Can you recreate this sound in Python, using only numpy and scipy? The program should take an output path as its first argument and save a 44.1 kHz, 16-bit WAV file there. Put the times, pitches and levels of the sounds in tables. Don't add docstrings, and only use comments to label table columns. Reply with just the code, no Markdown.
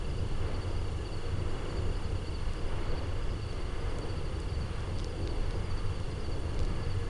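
import sys
import numpy as np
from scipy import signal
from scipy.fft import rfft, irfft, next_fast_len
from scipy.io import wavfile
from scipy.ndimage import map_coordinates

SR = 44100
rng = np.random.default_rng(int(sys.argv[2]) if len(sys.argv) > 2 else 0)


def to_wav(sig):
    pcm = np.clip(np.atleast_2d(sig), -1, 1) * 32767
    pcm = np.round(pcm).astype(np.int16)
    wavfile.write(sys.argv[1], SR, pcm.T)


N = 312669

# starting pitch f/Hz, stroke spacing t/s, level/dB, [call times t/s]
CRICKET_CALLS = [(4640, .073, -49.5, [.535, 1.046, 1.688, 2.262, 2.892, 3.411, 4.008, 4.527, 5.212, 5.693, 6.236, 6.821]),
                 (5000, .091, -57.5, [.085, .688, 1.952, 2.572, 3.208, 3.795, 4.385, 4.998, 5.54, 6.1]),
                 (4500, .089, -54, [1.159, 1.941]), (4720, .078, -56, [4.165, 5.345, 5.85])]


def near_crickets(accent_db=1):
    out = np.zeros(N)
    for hz, gap, db, times in CRICKET_CALLS:
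        wing = wing_stroke(hz, length_s=.045, fall=.15)
        for s in times:
            add(out, s, amp(db + rng.normal(0, 0.34)) * wing)
            add(out, s + gap, amp(db + accent_db + rng.normal(0, 0.45)) * wing)
    return field_reverb(out, wet_db=-8.5, t60=.14)


def wing_stroke(hz, length_s, fall):
    progress = clock(int(length_s * SR)) / length_s
    swell = np.sin(np.pi * progress ** .75) ** 2
    pitch_hz = hz * (1 - fall * progress ** 2.5)
    return swell * np.sin(2 * np.pi * np.cumsum(pitch_hz) / SR)


def far_crickets(count=21):
    out = np.zeros(N)
    for hz in np.linspace(4300, 4880, count):
        period_s = rng.uniform(.5, .65)
        for s in np.arange(rng.uniform(0, period_s), N / SR, period_s):
            gain = amp(rng.normal(0, 2))
            wing = gain * wing_stroke(hz * (1 + rng.normal(0, .01)), length_s=.04, fall=.14)
            add(out, s, wing)
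            add(out, s + .08, wing)
    chorus = amp(-64.7) * unit(field_reverb(out, wet_db=-9, t60=.1))
    return chorus + amp(-67.5) * band(4490, width_hz=370) + amp(-68) * band(4566, width_hz=41)


# t/s, level/dB
TRILL_LEVEL = [(0, -61), (1.7, -60), (3.3, -61), (5.5, -63.5), (7.09, -63)]


def tree_crickets(period_s=.03341):
    out = np.zeros(N)
    for s in np.arange(.009, N / SR, period_s):
        wing = wing_stroke(2990 * (1 + rng.normal(0, .006)), length_s=.025, fall=.22)
        add(out, s + rng.normal(0, .0004), amp(rng.normal(0, .8)) * wing)
    trill = fader(TRILL_LEVEL) * unit(field_reverb(out, wet_db=-15, t60=.15))
    return trill + amp(-63.5) * band(2740, width_hz=103) + amp(-65) * band(3375, width_hz=154)


def katydid(strokes_per_s=20.055, stop_s=2.82, resume_s=3.47, fade_s=.03):
    t = clock()
    strokes = strokes_per_s * t
    swing = np.sin(np.pi * strokes) ** 2
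    rub = np.where(np.floor(strokes) % 2, swing ** 1.2, swing ** .55)
    rasp_hz = 9230 + 125 * wobble(900)
    wing = np.sin(2 * np.pi * np.cumsum(rasp_hz) / SR) * amp(2.2 * wobble(400))
    gate = np.clip(1 + np.maximum(stop_s - t, t - resume_s) / fade_s, 0, 1)
    return amp(-71) * gate * unit(rub * wing)


# t/s, level/dB
BUZZ_LEVEL = [(0, -76.5), (1.1, -73), (1.8, -68), (2.7, -83.5), (5.5, -83.5), (6, -75.5), (7.09, -75.5)]


def bush_cricket():
    return fader(BUZZ_LEVEL) * band(7050, width_hz=330)


# t/s, level/dB into the shell filter, centre f/Hz
KERNEL_CRACKS = [(2.536, -32.5, 6500), (3.9866, -27.5, 7560), (4.4026, -34, 7500), (4.9865, -25, 4800),
                 (4.9948, -25.3, 3800), (5.0004, -25.7, 4000), (5.045, -23, 4800), (5.275, -22.3, 3660),
                 (5.5087, -22.5, 3570), (6.545, -31, 4500), (6.592, -24.5, 4420), (6.602, -25.2, 4140),
                 (6.6319, -30.5, 4600), (6.6506, -29, 4500)]


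def feeding_deer(nibble_count=6, nibble_db=-37, nibble_hz=5200):
    out, t = np.zeros(N), clock(SR // 40)
    nibbles = [(s, nibble_db, nibble_hz) for s in rng.uniform(0, N / SR, nibble_count)]
    for s, db, hz in KERNEL_CRACKS + nibbles:
        snap = np.cos(2 * np.pi * hz * t) * np.exp(-t / .00012)
        crumbs = rng.standard_normal(len(t)) * (.2 * np.exp(-t / .0011) + .035 * np.exp(-t / .006))
        shell = signal.butter(2, [hz * .35, hz * 1.4], "band", fs=SR)
        add(out, s, amp(db) * signal.lfilter(*shell, snap + crumbs))
    return out


# f/Hz, relative level/dB
DRONE_EQ = [(30, -59), (240, -6), (330, 1), (500, -1.5), (560, -4.5), (640, -12), (900, -15.5), (2000, -66),
            (6000, -120)]
# f/Hz, relative level/dB
RUSH_EQ = [(100, -57), (700, -2.5), (1150, 1), (1400, -2.5), (1750, -5.5), (1900, -8), (2120, -5),
           (2450, -11), (3300, -12.5), (6000, -44), (12000, -92)]
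# peak t/s, boost/dB, half-width t/s
RUSH_SWELLS = [(.56, 4, 0.2), (1.62, 4, 0.25), (2.86, 5.5, 0.27), (3.87, 4.5, 0.27), (4.74, 3.5, 0.13),
               (5.7, 3, 0.26), (6.75, 3, 0.23)]


def distant_air(period_s=1.18, rise_db=4):
    t = clock()
    beats = sum(bump(t - s, width_s=.17) for s in np.arange(.56, N / SR, period_s))
    drone = amp(-46.5 + rise_db * beats + 0.87 * wobble(9)) * noise(DRONE_EQ)
    surge_db = sum(db * bump(t - s, width) for s, db, width in RUSH_SWELLS)
    rush = amp(-52.5 + surge_db + 0.64 * wobble(8.7)) * noise(RUSH_EQ)
    return drone + rush


# f/Hz, relative level/dB
RUMBLE_EQ = [(4, -6.5), (11, -1), (16, 2.5), (23, 6), (32, -7.5), (42, -3.5), (60, -10.5), (130, -44),
             (500, -120)]


def rumble(gust_s=5.4, gust_db=6.5):
    return amp(-34 + gust_db * bump(clock() - gust_s, width_s=.093)) * noise(RUMBLE_EQ)


# f/Hz, relative level/dB
HUM_EQ = [(40, -13), (63, -12.5), (73, 1), (86, -6.5), (97, 1), (113, -11.5), (145, -11.5), (200, -18.5),
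          (300, -31.5), (3000, -120)]
# t/s, level/dB
HUM_LEVEL = [(0, -35.5), (1, -38), (1.7, -36), (3.7, -38), (4.9, -36), (5.8, -38.5), (7.09, -36)]
# centre f/Hz, width f/Hz, pre-fader level/dB
NARROW_HUMS = [(467.1, 4.3, -55), (1703, 9.3, -65.5), (2063, 6.2, -74.5)]
# t/s, gain/dB
NARROW_GAIN = [(0, -1), (2.3, -4.5), (3.8, -2), (6.3, -5.5), (6.8, 4), (7.09, 6)]


def far_hums(throb_db=1.17):
    low = fader(HUM_LEVEL) * amp(throb_db * wobble(7)) * noise(HUM_EQ)
    narrow = sum(amp(db) * band(hz, width) for hz, width, db in NARROW_HUMS)
    return low + fader(NARROW_GAIN) * narrow


# f/Hz, level/dB ahead of the microphone EQ
WHINE_TONES = [(3114, -71), (5600, -83.5), (7400, -86), (9857, -90), (10059, -84), (10707, -94)]
# f/Hz, relative level/dB
HISS_EQ = [(500, -6), (1500, -3), (2450, -5), (3300, -1), (3800, 5.5), (5300, 5), (5800, 3.5), (7100, 2),
           (7700, 0.5), (9500, 1), (10600, -6)]


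def electronics():
    whine = np.zeros(N)
    for hz, db in WHINE_TONES:
        phase = 2 * np.pi * hz * clock() + 0.36 * wobble(6.5)
        whine += amp(db) * np.sqrt(2) * np.sin(phase)
    return whine + amp(-60) * noise(HISS_EQ)


def field_reverb(x, wet_db, t60):
    t = clock(SR // 2)
    tail = rng.standard_normal(len(t)) * amp(-60 * t / t60)
    return x + amp(wet_db) * signal.fftconvolve(x, tail / np.linalg.norm(tail))[:N]


def amp(db):
    return 10 ** (np.asarray(db) / 20)


def unit(x):
    return x / np.sqrt(np.mean(x ** 2) + 1e-20)


def clock(length=N):
    return np.arange(length) / SR


def fader(points):
    return amp(np.interp(clock(), *np.transpose(points)))


def bump(t, width_s):
    return np.exp(-.5 * (t / width_s) ** 2)


def wobble(rate):
    return map_coordinates(rng.standard_normal(int(N * rate / SR) + 4), [clock() * rate])


def filtered(x, response):
    size = next_fast_len(N + SR // 2)
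    return irfft(rfft(x, size) * response(np.fft.rfftfreq(size, 1 / SR)), size)[:N]


def noise(eq):
    f, db = np.transpose(eq)
    white = rng.standard_normal(N)
    return unit(filtered(white, lambda hz: amp(np.interp(np.log(hz + 1), np.log(f), db))))


def band(centre_hz, width_hz):
    white = rng.standard_normal(N)
    return unit(filtered(white, lambda hz: 1 / (1 + ((hz - centre_hz) / width_hz) ** 2)))


def add(track, s, sound):
    start = int(np.clip(round(s * SR), 0, N))
    track[start:start + len(sound)] += sound[:N - start]


def scene():
    insects = near_crickets() + far_crickets() + tree_crickets() + katydid() + bush_cricket()
    return (insects + feeding_deer() + distant_air() + rumble() + far_hums() + electronics())[None]


# f/Hz, gain/dB
MICROPHONE_EQ = [(9800, 0), (10700, 1.5), (11400, -6.5), (12100, -20)]


def record(dry):
    limit_hz = 12300
    f, db = np.transpose(MICROPHONE_EQ)
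    return filtered(dry[0], lambda hz: amp(np.interp(hz, f, db)) * (hz < limit_hz))[None]


dry = scene()
out = record(dry)
to_wav(out)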